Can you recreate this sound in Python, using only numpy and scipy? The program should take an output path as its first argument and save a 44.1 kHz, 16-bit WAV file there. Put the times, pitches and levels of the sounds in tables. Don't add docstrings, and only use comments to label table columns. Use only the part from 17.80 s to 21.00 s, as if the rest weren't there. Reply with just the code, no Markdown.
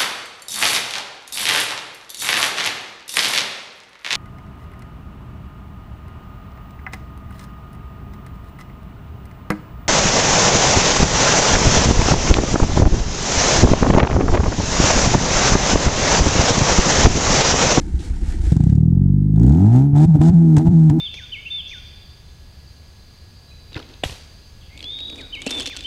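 import sys
import numpy as np
from scipy import signal
from scipy.fft import rfft, irfft, next_fast_len
from scipy.io import wavfile
from scipy.ndimage import map_coordinates

SR = 44100
rng = np.random.default_rng(int(sys.argv[2]) if len(sys.argv) > 2 else 0)


def bounce(signal):
    frames = np.transpose(np.atleast_2d(signal))
    limited = np.clip(frames, -1, 1)
    pcm = np.round(limited * 32767).astype(np.int16)
    wavfile.write(sys.argv[1], SR, pcm)


N = 141120
TIME_S = np.arange(N) / SR
FIRST_FIRING_S = 0.7202

# f/Hz, relative density/dB
ROAR_SPECTRUM = [(150, -13.5), (350, 4.5), (480, -3), (570, -38.5), (680, 2.5), (820, 0), (980, -2),
                 (1120, -15), (1300, -13), (1600, -15.5), (2300, -22), (3200, -26), (6000, -54.5)]
# f/Hz, relative density/dB
JET_SPECTRUM = [(500, -25.5), (1500, 8), (2300, -0.5), (2800, -1.5), (3700, 3), (5000, -0.5), (7000, 3),
                (8800, -2), (9600, -9.5), (11500, -17.5), (13000, -20.5), (15500, -22.5)]


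def amp(db):
    return 10 ** (np.asarray(db) / 20)


def unit(x):
    return x / np.sqrt(np.mean(x ** 2) + 1e-20)


def curves(rows):
    s, *cols = np.transpose(rows)
    return [np.interp(TIME_S, s, col) for col in cols]


def gain(points, hz):
    f, db = np.transpose(points)
    return amp(np.interp(np.log(hz + 1), np.log(f + 1), db))


def below(hz, edge_hz, order=12):
    return 1 / (1 + (hz / edge_hz) ** order)


def filtered(x, response):
    m = 2 * next_fast_len(N)
    hz = np.fft.rfftfreq(m, 1 / SR)
    return irfft(rfft(x, m) * response(hz), m)[:N]


def causal(g):
    cepstrum = irfft(np.log(g))
    half = len(cepstrum) // 2
    folded = np.r_[cepstrum[0], 2 * cepstrum[1:half], cepstrum[half]]
    return np.exp(rfft(folded, len(cepstrum)))


def noise(colour):
    white = rng.standard_normal(N)
    return unit(filtered(white, lambda hz: gain(colour, hz)))


def steady(x, window_samples=4400):
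    window = signal.windows.hann(window_samples)
    power = np.abs(signal.fftconvolve(x ** 2, window / window.sum(), "same"))
    return x / np.sqrt(power + power.mean() * amp(-40))


def burst(s, attack_s, t60_s):
    t = np.maximum(TIME_S - s, 0)
    return (1 - np.exp(-t / attack_s)) * amp(-60 * t / t60_s)


def ring(s, hz, attack_s, t60_s):
    return burst(s, attack_s, t60_s) * np.sin(2 * np.pi * hz * (TIME_S - s))


def revving():
    return np.clip((TIME_S - FIRST_FIRING_S) / 0.0025 + 1, 0, 1)


def street():
    # f/Hz, relative density/dB
    street_spectrum = [(100, 0), (800, -4), (1500, -13), (3000, -23), (8000, -26), (11000, -42),
                       (15000, -58)]
    return amp(-58.5) * noise(street_spectrum)


def scrapes():
    # t/s, nominal f/Hz, level/dB
    scuffs = [(0.189, 3630, -40.5), (.235, 4100, -41), (.33, 1700, -46), (.44, 2130, -48),
              (.525, 1860, -39.5)]

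    def scuff(hz):
        return noise([(hz / 2, -30), (hz * 1.1, -10), (hz, 0), (hz * 0.4, -10), (hz * 2, -25), (hz * 4, -50)])

    return sum(amp(db) * burst(s, attack_s=0.004, t60_s=0.12) * scuff(hz) for s, hz, db in scuffs)


def rumble():
    # f/Hz, relative density/dB
    burble_spectrum = [(12, -60), (20, -1), (65, -13.5), (131, -29), (171, -23.5), (243, -30), (323, -31),
                       (500, -52), (582, -76), (900, -51), (1100, -68), (1430, -91), (2420, -120)]
    return amp(-22.5) * noise(burble_spectrum) * (1 - revving())


def grain(rough_db, rate_hz):
    flutter = map_coordinates(rng.standard_normal(N // 10), [TIME_S * rate_hz])
    return unit(amp(rough_db * flutter))


def rustle():
    # t/s, level/dB
    hiss_levels = [(0, -51.5), (.17, -53.5), (.25, -42), (.3, -48), (.4, -52), (.49, -43), (.55, -46.5),
                   (.6, -51), (.65, -42.5), (.71, -44), (.78, -56.5), (.92, -54.5), (1.05, -72)]
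    # f/Hz, relative density/dB
    hiss_spectrum = [(290, -23.5), (500, 5.5), (545, -25), (666, 0), (901, -2.5), (1090, -20), (1200, -7.5),
                     (1560, -4), (2100, -5.5), (2610, -10), (7240, -10), (9240, -14.5), (15500, -42.5)]
    hiss_db, = curves(hiss_levels)
    return amp(hiss_db) * noise(hiss_spectrum) * grain(rough_db=1.5, rate_hz=160)


def putts():
    # t/s, thud level/dB, pipe ring level/dB
    strokes = [(.005, -37, -20), (0.069, -28, -25), (0.137, -4.5, -26), (0.196, -42, -23.5),
               (0.301, -9, -44), (0.359, -37, -36), (.422, -11.5, -20.5), (.48, -8.5, -35),
               (0.541, -16.5, -19.5), (0.596, -7, -28), (0.632, -9, -23.5), (.668, -2.5, -18.5)]
    out = np.zeros(N)
    for s, thud_db, ring_db in strokes:
        out += amp(thud_db) * ring(s, hz=63.8, attack_s=0.005, t60_s=0.16)
        out += amp(ring_db) * ring(s, hz=320.4, attack_s=0.004, t60_s=0.066)
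    return out


def limiter_thumps():
    # t/s, level/dB
    jolts = [(2.132, -1), (2.255, -1), (2.278, -28.5), (2.354, -5), (2.397, 1), (2.498, -0.5), (2.774, 0),
             (2.852, -6), (2.885, 2), (3.099, -3), (3.185, -44)]
    return sum(amp(db) * ring(s, hz=102, attack_s=0.0027, t60_s=0.055) for s, db in jolts)


def fuel_pops():
    # t/s, body level/dB, crack level/dB
    blasts = [(2.414, -18, -34.5), (2.766, -16.5, -27), (2.78, -37.5, -31), (3.097, -21, -33.5)]
    body, crack = noise(ROAR_SPECTRUM), noise(JET_SPECTRUM)
    out = np.zeros(N)
    for s, body_db, crack_db in blasts:
        blast = amp(body_db) * body + amp(crack_db) * crack
        out += burst(s, attack_s=0.00055, t60_s=0.038) * blast
    return out


def firings():
    # t/s, firing rate/Hz
    speed = [(0.72, 20.0), (0.79, 26.2), (0.83, 32.1), (1.0, 38.5), (1.18, 45.7), (1.42, 50.4),
             (1.55, 51.6), (1.62, 57.6), (1.7, 70.0), (1.8, 91.6), (1.9, 114.8), (2.0, 133.1),
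             (2.06, 142.6), (2.13, 142.1), (2.17, 145), (2.25, 160), (2.34, 151), (2.4, 153), (2.49, 169),
             (2.62, 165), (2.78, 152), (2.87, 168), (2.98, 161.5), (3.11, 153), (3.16, 163), (3.2, 157)]
    # t/s, advance/cycles
    slips = [(2.283, .5), (2.385, -.35), (2.527, .55), (2.775, -.25), (2.915, .45), (3.112, -.3)]
    slip_s, waver_cycles, waver_hz = 0.011, 0.016, 24
    rate_hz, = curves(speed)
    cycles = np.cumsum(rate_hz) / SR
    cycles = cycles + sum(step * (1 + np.tanh((TIME_S - s) / slip_s)) / 2 for s, step in slips)
    waver = map_coordinates(rng.standard_normal(N // 100), [TIME_S * waver_hz])
    cycles = cycles + waver_cycles * waver
    cycles = cycles - np.interp(FIRST_FIRING_S, TIME_S, cycles)
    return np.interp(np.arange(int(cycles[-1])), cycles, np.arange(N))


def pulses(at, uneven_db, scatter_db):
    cylinders = [1.06, -1, .94, -1]
    jitter_s = 0.00004
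    strength, delay = rng.standard_normal((len(at), 2)).T
    sizes = amp(uneven_db * np.resize(cylinders, len(at)) + scatter_db * strength)
    at = at + jitter_s * SR * delay
    i, part = at.astype(int), at % 1
    early = np.bincount(i, sizes * (1 - part), N)[:N]
    late = np.bincount(i + 1, sizes * part, N)[:N]
    return early + late


def pipe(x, band):
    # f/Hz, level/dB
    pipe_response = [(10, -44.5), (25, -15), (50, 7.5), (110, 9), (160, 13), (230, -1.5), (315, -10.5),
                     (365, -20.5), (410, -26.5), (480, -38), (570, -35.5), (650, -28.5), (800, -25),
                     (950, -36.5), (1120, -57.5), (1250, -44), (1550, -52.5), (2400, -63.5), (3200, -70),
                     (5000, -92)]
    # delay/s, gain
    returns = [(0.0098, 0.081), (0.0223, -0.2)]

    def response(hz):
        returning = sum(g * np.exp(-2j * np.pi * hz * s) for s, g in returns)
        echoes = 1 + below(hz, 620, order=4) * returning
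        return causal(gain(pipe_response, hz)) * echoes * band(hz)

    return steady(filtered(x, response))


def puffs(at, colour, attack_s, t60_s, between, scatter_db):
    x = pulses(at, uneven_db=-2.0, scatter_db=scatter_db)
    gate = steady(signal.fftconvolve(x, burst(0, attack_s, t60_s))[:N])
    return noise(colour) * (gate + between) / np.hypot(1, between)


def exhaust():
    # t/s, boom level/dB, bark level/dB, rasp level/dB, hiss level/dB
    band_levels = [(0.72, -11.5, -25.5, -46, -46.5), (0.78, -13, -25.5, -42, -51.5),
                   (0.9, -10.5, -29, -52, -55.5), (1.05, -12, -28, -56.5, -68.5),
                   (1.3, -12, -29, -60.5, -85), (1.5, -15, -27.5, -73, -86.5),
                   (1.57, -10.5, -27.5, -44, -58.5), (1.63, -9.0, -15.5, -44.5, -52.5),
                   (1.71, -7, -20.5, -38, -50.5), (1.76, -13, -18.5, -39, -56),
                   (1.85, -8.5, -18, -35.5, -56), (1.91, -10.0, -25, -37, -57),
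                   (1.96, -8.5, -15.0, -29.5, -48.5), (2.05, -12.0, -20.5, -41.5, -62),
                   (2.125, -16, -25, -52, -82), (2.16, -9.0, -20.5, -30.5, -49),
                   (2.25, -7.5, -15.5, -31.5, -44), (2.265, -21.5, -39.5, -51, -64.5),
                   (2.29, -5, -32.0, -43.5, -58.0), (2.335, -11.5, -45.5, -43, -65),
                   (2.355, -4.5, -16.5, -33.5, -49.5), (2.38, -27.5, -17.5, -45.5, -68.5),
                   (2.398, -3.5, -34.5, -38.5, -61), (2.415, -11.5, -13.5, -34.5, -48),
                   (2.495, -6.5, -23, -31, -43.0), (2.51, -16, -24, -43.5, -62.5),
                   (2.54, -6.5, -33.5, -41, -57.5), (2.64, -9.5, -20.5, -43.5, -61.5),
                   (2.755, -9.0, -18, -43, -56.5), (2.8, -12.5, -18, -30.5, -51.5),
                   (2.845, -22, -20, -47, -62), (2.875, -5.5, -24, -27, -49.5),
                   (2.895, -16, -25.5, -44.5, -63), (2.93, -8, -24, -43, -57.5),
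                   (3.085, -8.5, -23.5, -45.5, -58), (3.125, -12.5, -18.0, -39.5, -63.5),
                   (3.18, -18.5, -17.5, -46, -69), (3.2, -14, -46, -29, -48)]
    # f/Hz, relative density/dB
    gurgle_spectrum = [(60, -25), (130, -6), (200, -2), (300, 0), (380, -2), (440, -15), (560, -26),
                       (900, -50)]
    boom_top_hz, bark_top_hz, rasp_top_hz = 229.2, 513, 5000
    bark_lead_s = 0.004064
    at = firings()
    boom_db, bark_db, rasp_db, hiss_db = curves(band_levels)

    boom_pulses = pulses(at, uneven_db=0.9, scatter_db=0.18)
    bark_pulses = pulses(at - bark_lead_s * SR, uneven_db=3.4, scatter_db=0.35)
    rasp_pulses = pulses(at, uneven_db=3, scatter_db=0.7)
    boom = pipe(boom_pulses, lambda hz: below(hz, boom_top_hz))
    bark = pipe(bark_pulses, lambda hz: below(hz, bark_top_hz) - below(hz, boom_top_hz))
    rasp = pipe(rasp_pulses, lambda hz: below(hz, rasp_top_hz, order=6) - below(hz, bark_top_hz))

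    gurgle = puffs(at, gurgle_spectrum, attack_s=0.003, t60_s=0.034, between=0.6, scatter_db=0.5)
    roar = puffs(at, ROAR_SPECTRUM, attack_s=0.006, t60_s=0.035, between=0.25, scatter_db=1.0)
    jet = puffs(at, JET_SPECTRUM, attack_s=0.0025, t60_s=0.015, between=0.45, scatter_db=2.5)

    lower = amp(boom_db) * boom + amp(bark_db) * (bark + amp(-16) * gurgle)
    upper = amp(rasp_db) * (rasp + amp(-7) * roar) + amp(hiss_db) * jet
    return revving() * (lower + upper)


def scene():
    background = street() + scrapes()
    idle = rumble() + rustle() + putts()
    limiter = limiter_thumps() + fuel_pops()
    return (background + idle + limiter + exhaust())[None]


def record(dry):
    rounded = dry[0] / (1 + np.abs(dry[0] / 0.86) ** 8) ** (1 / 8)
    return filtered(rounded, lambda hz: (1 - below(hz, 14, order=4)) * below(hz, 15700, order=90))[None]


dry = scene()
out = record(dry)
bounce(out)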